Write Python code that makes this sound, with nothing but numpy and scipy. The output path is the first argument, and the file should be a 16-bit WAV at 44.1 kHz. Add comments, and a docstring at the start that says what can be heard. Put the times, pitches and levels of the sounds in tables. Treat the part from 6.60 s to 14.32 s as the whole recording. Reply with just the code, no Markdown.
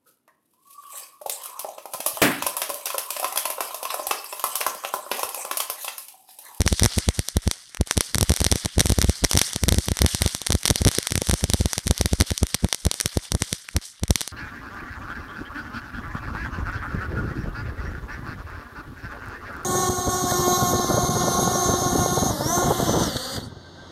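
"""On a lawn in front of a wood, a ground fountain firework burns and its crackling stars burst one by one.
Each star is a sharp crack of clicks and noise; the big ones add a deep thump shaped as a pressure pulse.
Echoes come back from the trees as a wash of noise bands over the hiss of the jet, with one short slap.
The wash dips briefly around each thump. Some stars knock in the mids, and faint crackles fall at random."""
import sys
import numpy as np
from scipy import signal
from scipy.fft import rfft, irfft
from scipy.io import wavfile

SR = 44100
rng = np.random.default_rng(int(sys.argv[2]) if len(sys.argv) > 2 else 0)


def rack_gain(trim_db):
    """Turn a fader trim in dB into the linear factor to multiply a signal by."""
    fader = np.asarray(trim_db, float)
    return 10 ** (fader / 20)


def file_out(sig):
    """Save sig as 16-bit WAV at sys.argv[1]."""
    # one column per channel
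    cols = np.atleast_2d(sig).T
    # limit, then scale
    lim = np.clip(cols, -1, 1)
    pcm = np.round(lim * 32767).astype(np.int16)
    wavfile.write(sys.argv[1], SR, pcm)


N = 340452
MARGIN, LEAD = 1024, 96     # samples: room around each event, room ahead of a crack's main click

# Colour of air path and microphone for all that is bright. Each row: frequency in Hz, gain in dB.
AIR_AND_MIC_COLOUR = [(60, -6.5), (500, -5.5), (1400, -7), (2100, -5), (2600, -11.5), (3600, -5.5),
                      (4700, -7.5), (5200, -2.5), (5800, -3), (7000, -14), (8200, -10), (9300, -7.5),
                      (11000, -12.5), (12500, -14), (15500, -30)]
# Echoes from the wood, band by band, before that colour.
# Each row: low edge in Hz, high edge in Hz, level in dB, decay by 60 dB in seconds.
WOOD_BANDS = [(38.6, 195, -46, 2.5), (500, 4400, -36.5, 0.38), (1220, 2280, -40, 2.03),
              (2740, 3800, -30, 0.75), (4080, 4990, -28, 0.68), (5930, 9640, -26, 0.57),
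              (9650, 21000, -32, 0.45)]
# Single reflectors. Each row: delay in seconds, level in dB, low edge in Hz, high edge in Hz.
REFLECTORS = [(0.0205, -16.5, 1700, 2320)]
# Ride on echoes and jet together. Each row: time in seconds, gain in dB.
WASH_RIDE = [(0, -0.5), (.45, 1), (1, -4), (1.4, -1), (2.5, -1), (2.85, 0.5), (3.2, -1), (3.6, 3),
             (4, -1.5), (4.8, 1), (6.2, -4), (6.55, 2.5), (6.75, -3), (6.95, 3), (7.03, -3), (7.13, 3.5),
             (7.22, -3.5), (7.72, -2.5)]
# Big stars, crack and thump. Each row: time in seconds, crack peak in dB, thump level in dB.
BIG_STARS = [(.0059, -4.5, -8), (.0178, -0.5, -15), (.0641, -6, -7.5), (.1274, -3, -6.5),
             (.2227, -10, -6.5), (.2338, 9, -36), (.2434, -1.5, -8), (.2518, -2.5, -9.5), (.2603, 5, -7.5),
             (.3817, -8, -8.5), (.488, 0.5, -6), (.5925, -2, -13), (.7687, -2.5, -6.5), (.8765, -4.5, -7.5),
             (1.2111, -6, -6), (1.3704, -5, -18), (1.3773, -0.5, -7.5), (1.5554, -4, -12),
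             (1.5833, 3.5, -15), (1.6103, 4.5, -14), (1.629, 4.5, -7.5), (1.705, -12.5, -6),
             (1.7194, -1.5, -12), (1.8162, -6, -8), (1.8653, 6.5, -9.5), (1.9242, 1.5, -7.5),
             (1.9574, -4, -15), (2.0491, -8, -26), (2.0585, -2, -13.5), (2.1821, -6, -5), (2.1952, 3, -24),
             (2.204, -5, -9), (2.2114, -2, -13.5), (2.2577, -4, -10), (2.2691, -2.5, -37),
             (2.3021, -5.5, -7), (2.321, -2, -6), (2.3869, -2, -7), (2.416, 7, -16.5), (2.4446, -6.5, -7),
             (2.4961, -3.5, -6.5), (2.6388, -6, -7), (2.6431, 3.5, -12), (2.646, -6, -8.5),
             (2.7527, -6, -8.5), (2.7666, -3, -12.5), (2.7739, 11, -9), (2.8154, 9, -21),
             (2.9611, -1.5, -17), (3.0365, 0, -9), (3.084, 1.5, -6), (3.0901, 5, -12), (3.124, 0, -7),
             (3.1443, -3.5, -11.5), (3.1847, -0.5, -6.5), (3.2848, -3, -14.5), (3.3178, -4.5, -9),
             (3.4186, 9.5, -6), (3.4473, -13, -5), (3.4627, 6, -15), (3.548, 1.5, -14.5), (3.62, 7, -9),
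             (3.662, -2.5, -8), (3.749, -1.5, -24.5), (3.9046, -4, -12), (3.929, -3.5, -21),
             (3.9516, -5.5, -8), (4.0548, 8.5, -21.5), (4.1019, 5.5, -11.5), (4.109, -0.5, -6.5),
             (4.1584, 3.5, -21.5), (4.218, -5.5, -8.5), (4.2658, -11, -4), (4.2728, 1.5, -3.5),
             (4.2877, -1, -17), (4.3855, 5.5, -17.5), (4.521, -1, -14.5), (4.5554, 2, -13),
             (4.578, -1.5, -12), (4.6185, -3, -18), (4.6967, -1.5, -7.5), (4.712, 1.5, -30),
             (4.734, -13, -8.5), (4.7398, -1, -11.5), (4.8407, 0, -8), (4.9, 0, -13.5), (4.9354, 5, -27),
             (4.9435, -11, -7), (5.0105, -6.5, -8.5), (5.0582, -3, -7.5), (5.1805, 1.5, -16.5),
             (5.2701, -5, -11.5), (5.3103, 2, -6), (5.412, 5, -8), (5.4587, 1.5, -10), (5.5329, -4, -6.5),
             (5.61, 9, -5.5), (5.6211, -5, -12.5), (5.7177, -8, -10), (5.8313, -5, -5.5),
             (5.948, 1.5, -18.5), (6.0457, -8, -7.5), (6.2662, -5, -6.5), (6.4592, 4, -14),
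             (6.5721, -4.5, -9.5), (6.7197, 1.5, -17.5), (6.7502, -8, -8.5), (6.8212, 3, -14.5),
             (6.9288, 1, -17), (7.165, 0, -7), (7.435, -5.5, -11), (7.5072, 2.5, -3.5), (7.5573, 4, -21.5)]
# Small stars, a dry crack over a very faint thump. Each row: time in seconds, crack peak in dB.
SMALL_STARS = [(.077, 6.5), (.196, 2), (0.386, -1), (.686, -0.5), (0.913, 2.5), (1.1474, -13), (1.171, -17),
               (1.2734, -14.5), (1.3107, 4), (1.3236, -14), (1.408, 7.5), (1.5461, 1), (1.695, 3.5),
               (1.739, -4.5), (1.7635, -2.5), (1.772, -6.5), (1.804, -0.5), (1.8278, -23), (1.8434, 3.5),
               (1.849, -1), (1.9155, 8.5), (2.197, -1), (2.2056, 13), (2.2959, -1.5), (2.426, -1),
               (2.648, 10), (2.713, 4), (2.7328, 3), (2.788, -2), (2.79, -6), (2.7923, 4), (2.8186, -5),
               (2.933, -7), (3.3706, -6), (3.3903, -4), (3.677, -4.5), (3.8169, -8), (3.8655, -5),
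               (3.8699, 2), (3.8834, -17), (3.922, 6), (4.0326, -9.5), (4.0609, -1), (4.0773, -1),
               (4.0801, 6), (4.2502, 3.5), (4.281, 6), (4.3149, -8), (4.321, -15), (4.3503, -5),
               (4.4288, -10.5), (4.471, 1), (4.507, -8), (4.6706, -8), (4.688, -5.5), (4.81, -15),
               (5.1324, 1), (5.1909, -13), (5.2783, -1.5), (5.379, -6), (5.6023, 3), (5.705, -4),
               (5.7784, -2), (5.8682, -9.5), (5.9444, 2.5), (6.0872, -15.5), (6.1274, 6), (6.1464, -1),
               (6.2519, -3), (6.3143, 3), (6.3416, -7.5), (6.4015, -3), (6.4109, 2.5), (6.478, -20),
               (7.0883, -15.5), (7.2148, -25), (7.4807, -14), (7.6082, -4), (7.615, -3), (7.677, -8.5)]
# Short, fuller knocks in the mids. Each row: time in seconds, level in dB, pitch in Hz.
MID_KNOCKS = [(0.6862, -10, 2150), (.9131, -15, 1840), (1.1473, -24, 2000), (1.1717, -17, 1990),
              (1.311, -2.5, 1490), (1.4088, -21, 1670), (5.9448, -5.5, 2000), (7.0887, -12.5, 2100),
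              (1.958, -13, 450), (2.0595, -11, 500), (2.212, -9.5, 530), (2.962, -14.5, 496),
              (3.549, -23, 560), (4.386, -7, 390), (4.6193, -9, 486), (6.5722, -13, 370), (6.822, -11, 420)]
# Ragged low-mid bloom round each thump.
# Each row: low edge in Hz, high edge in Hz, level in dB, half length in seconds.
THUMP_BLOOM = [(100, 291, -8.5, 0.017), (250, 530, -21.5, 0.013), (500, 1300, -27, 0.011)]

WOOD_DELAY_S, WOOD_RISE_S = 0.047, 0.013
NEAR_DB, NEAR_T60_S = -2, 0.17      # near bushes, level relative to each wood band
JET_DB = -61                        # relative to full-scale noise in each wood band, before colour and ride
CRACK_NOTCH_HZ, CRACK_NOTCH_Q = 5150, 7     # a narrow gap in every crack
THUMP_CUT_HZ = 59
SMALL_THUMP_DB = -39                # thump of a small star, relative to its crack
FAINT_PER_S, FAINT_DB, FAINT_SPREAD_DB = 30, -37, 3.5   # average rate, mean peak and its spread
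KNOCK_RISE_CYCLES, KNOCK_FALL_CYCLES = 0.35, 0.33
KNOCK_WIDTH = 1.0                   # ripple bandwidth as a share of the pitch
RIPPLE_CYCLES, RIPPLE_DB = 3.0, -11     # half length; level for a knock at 500 Hz, weaker above


def stars():
    """All bursts in time order, as columns: time in seconds, crack peak in dB, thump level in dB."""
    small = [(s, db, db + SMALL_THUMP_DB) for s, db in SMALL_STARS]
    return np.transpose(sorted(BIG_STARS + small))


def in_place(values):
    """One click of the given size at the moment of each burst."""
    train = np.zeros(N)
    at = np.round(stars()[0] * SR).astype(int).clip(0, N - 1)
    np.add.at(train, at, values)
    return train


def coloured(x, causal=1.0):
    """Air and microphone colour; below causal = 1 the filter rings a little ahead of a click as well."""
    hz = np.maximum(np.fft.rfftfreq(2048, 1 / SR), 20)
    point_hz, point_db = np.transpose(AIR_AND_MIC_COLOUR)
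    gain_db = np.interp(np.log(hz), np.log(point_hz), point_db)
    # folding the cepstrum forward moves the ringing behind the click
    cepstrum = irfft(np.log(rack_gain(gain_db)))
    cepstrum[1:1024] *= 1 + causal
    cepstrum[1025:] *= 1 - causal
    kernel = np.roll(irfft(np.exp(rfft(cepstrum))), LEAD)[:512]
    kernel = kernel.reshape((1,) * (x.ndim - 1) + (-1,))
    return signal.fftconvolve(x, kernel, axes=-1)[..., :x.shape[-1]]


def drift(rate_hz):
    """Slow random wander of spread 1: noise through two equal poles, drawn at every 40th sample."""
    r = np.exp(-80 * np.pi * rate_hz / SR)
    noise = rng.standard_normal(N // 40 + 2002)
    slow = signal.lfilter([1], [1, -2 * r, r * r], noise)[2000:]     # drop the filter's run-in
    return np.interp(np.arange(N) / 40, np.arange(len(slow)), slow / slow.std())


def wash(strength, crack_peaks, jet_db):
    """Scattered echo power per band: near bushes return cracks at once, the tree line the whole burst
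    after the round trip; the steady hiss of the jet joins in the same bands."""
    t = np.arange(SR) / SR
    late = np.maximum(t - WOOD_DELAY_S, 0)
    grit = 2.3 * drift(300)      # dB; fine random grit in the level of the wash, shared by all bands
    burst_power = in_place(strength ** 2)
    near_decay = rack_gain(2 * NEAR_DB - 120 * t / NEAR_T60_S)
    near = signal.fftconvolve(in_place(crack_peaks ** 2), near_decay)[:N]
    burst_power[0] += 2.5        # stars that burst just before
    out = 0
    for low_hz, high_hz, level_db, t60 in WOOD_BANDS:
        spread = (1 - np.exp(-late / WOOD_RISE_S)) * rack_gain(-120 * late / t60)
        far = signal.fftconvolve(burst_power, spread)[:N]
        power = rack_gain(2 * level_db) * (far + near).clip(0) + rack_gain(2 * jet_db)
        flicker = rack_gain(2.5 * drift(15.6) + grit + 1.33 * drift(200))
        band = signal.butter(2, [low_hz, high_hz], "band", fs=SR, output="sos")
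        noise = signal.sosfilt(band, rng.standard_normal(N))
        out = out + np.sqrt(power) * flicker * noise
    return coloured(out)


def thumps(times, peaks):
    """A pointed pressure push between a pointed and a smooth trough, through the microphone's bass cut;
    small ones are shorter."""
    t = np.arange(-MARGIN, MARGIN) / SR
    out = np.zeros(N + 2 * MARGIN)
    vary = rack_gain(2.0 * rng.standard_normal((len(times), 6)))
    noise = rng.standard_normal((len(times), len(t)))
    uneven = rng.standard_normal((len(times), len(THUMP_BLOOM)))
    ragged = 0
    for k, (low_hz, high_hz, level_db, half_s) in enumerate(THUMP_BLOOM):
        band = signal.butter(2, [low_hz, high_hz], "band", fs=SR, output="sos")
        swell = rack_gain(level_db + 4.5 * uneven[:, [k]]) * np.exp(-(t / half_s) ** 2)
        ragged = ragged + swell * signal.sosfilt(band, noise)
    for s, peak, v, rough in zip(times, peaks, vary, ragged):
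        size = min(peak / 0.36, 1.15)
        length = size ** 0.76 + 0.076
        slope = np.where(t < 0, t / (0.001 * v[0]), -t / (0.00115 * v[1]))
        push = 1.55 * np.exp(slope / np.sqrt(length))
        ahead_width = np.where(t < -0.0072, 0.0036 * v[3], 0.0024)
        ahead = 0.8 * size * v[2] * np.exp(-abs((t + 0.0072) / ahead_width) ** 1.3)
        behind = 0.93 * v[4] * np.exp(-((t / length - 0.0033) / 0.0042) ** 2)
        front = t / 0.00064
        punch = -0.75 * v[5] * front * np.exp(-front ** 2)     # steep fall of the front knocks in the low mids
        at = round(s * SR)
        out[at:at + len(t)] += peak * (push + punch - ahead - behind + rough)
    out = signal.lfilter(*signal.butter(1, THUMP_CUT_HZ, "high", fs=SR), out)
    both_ways = signal.butter(2, 33, "high", fs=SR, output="sos")     # a second cut rings both ways
    return signal.sosfiltfilt(both_ways, out)[MARGIN:MARGIN + N]


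def dips(thump_peaks):
    """Gain that sinks about a millisecond ahead of each thump and recovers after it, deeper for big ones."""
    t = np.arange(-MARGIN, 4 * MARGIN) / SR
    shape = np.where(t < 0, np.exp(-(t / 0.00077) ** 2), np.exp(-t / 0.0088))
    return rack_gain(-18 * signal.fftconvolve(in_place(thump_peaks), shape)[MARGIN:MARGIN + N])


def crack_shapes(count):
    """A shock front, its bounce off the lawn and a short tail of bright noise; peak 1."""
    t = np.arange(640) / SR
    draw = rng.random((count, 4))
    noise = rng.standard_normal((count, len(t)))
    # the noise dies by 60 dB in 4 ms, over a weaker tail of 14 ms
    tail_decay = rack_gain(-10 * draw[:, :1] - 60 * t / 0.004 - 11) + rack_gain(-26 - 60 * t / 0.014)
    shapes = signal.lfilter([1, -0.4], [1], noise) * tail_decay
    shapes[:, 0] += 1
    shapes[:, 3] -= 1.3 + 0.6 * draw[:, 3]     # the suction half of the shock
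    # the bounce: a second click within half a millisecond, random in delay, sign and size
    bounce = (SR * (0.00008 + 0.0004 * draw[:, 1])).astype(int) + 1
    shapes[np.arange(count), bounce] += 0.7 * (2 * draw[:, 2] - 1)
    shapes = coloured(shapes, causal=0.4)
    shapes = signal.lfilter(*signal.iirnotch(CRACK_NOTCH_HZ, CRACK_NOTCH_Q, fs=SR), shapes)
    return shapes / abs(shapes).max(axis=1, keepdims=True)


def cracks(times, peaks):
    """Each star's shock gets a random shape of its own, laid in at its moment and peak."""
    out = np.zeros(N + 2 * MARGIN)
    for s, peak, shape in zip(times, peaks, crack_shapes(count=len(times))):
        at = round(s * SR) + MARGIN - LEAD
        out[at:at + len(shape)] += peak * shape
    return out[MARGIN:MARGIN + N]


def slaps(bursts):
    """A hard surface sends back a single, band-limited echo of the bursts."""
    out = np.zeros(N)
    for delay_s, level_db, low_hz, high_hz in REFLECTORS:
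        lag = round(delay_s * SR)
        band = signal.butter(1, [low_hz, high_hz], "band", fs=SR)
        out[lag:] += rack_gain(level_db) * signal.lfilter(*band, bursts)[:-lag]
    return out


def faint_crackles():
    """Tiny stars crack at random moments, with exponential waits between them."""
    wait, size = rng.exponential(1, 300), rng.standard_normal(300)
    times = np.cumsum(wait) / FAINT_PER_S
    heard = times < N / SR
    return cracks(times[heard], rack_gain(FAINT_DB + FAINT_SPREAD_DB * size[heard]))


def knocks():
    """About one cycle at the knock's pitch, inside a weak ragged ripple of band noise."""
    t = np.arange(-MARGIN, MARGIN) / SR
    out = np.zeros(N + 2 * MARGIN)
    noises = rng.standard_normal((len(MID_KNOCKS), len(t)))
    for (s, level_db, hz), noise in zip(MID_KNOCKS, noises):
        edges_hz = [hz * (1 - KNOCK_WIDTH / 2), hz * (1 + KNOCK_WIDTH / 2)]
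        band = signal.butter(2, edges_hz, "band", fs=SR, output="sos")
        shape = np.exp(hz * np.where(t < 0, t / KNOCK_RISE_CYCLES, -t / KNOCK_FALL_CYCLES))
        cycle = shape * np.cos(2 * np.pi * hz * t + np.pi / 3)
        ripple_swell = rack_gain(RIPPLE_DB) * np.sqrt(500 / hz) * np.exp(-(t * hz / RIPPLE_CYCLES) ** 2)
        ripple = ripple_swell * signal.sosfilt(band, noise)
        at = round(s * SR)
        out[at:at + len(t)] += rack_gain(level_db) * (cycle + ripple)
    return out[MARGIN:MARGIN + N]


def scene():
    """Direct bursts in front, echoes and jet behind them, faint crackles on top."""
    times, crack_db, thump_db = stars()
    crack_peaks, thump_peaks = rack_gain(crack_db), rack_gain(thump_db)
    strength = 0.49 * crack_peaks + 2.45 * thump_peaks     # the thump excites the wood most
    ride = rack_gain(np.interp(np.arange(N) / SR, *np.transpose(WASH_RIDE)))
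    echoes = ride * (slaps(cracks(times, strength)) + wash(strength, crack_peaks, JET_DB))
    direct = cracks(times, crack_peaks) + thumps(times, thump_peaks) + knocks()
    return (direct + dips(thump_peaks) * echoes + faint_crackles())[None]


def roll_off(x):
    """The treble ends steeply here."""
    return signal.sosfilt(signal.butter(12, 16500, fs=SR, output="sos"), x)


def record(dry):
    """Peaks clip hard at 0.8 of full scale, then a steep low-pass takes off the top."""
    clipped = np.clip(dry, -0.8, 0.8)
    top_cut = signal.butter(10, 14300, fs=SR, output="sos")
    mix = signal.sosfilt(top_cut, clipped)
    return roll_off(mix)


dry = scene()
out = record(dry)
file_out(out)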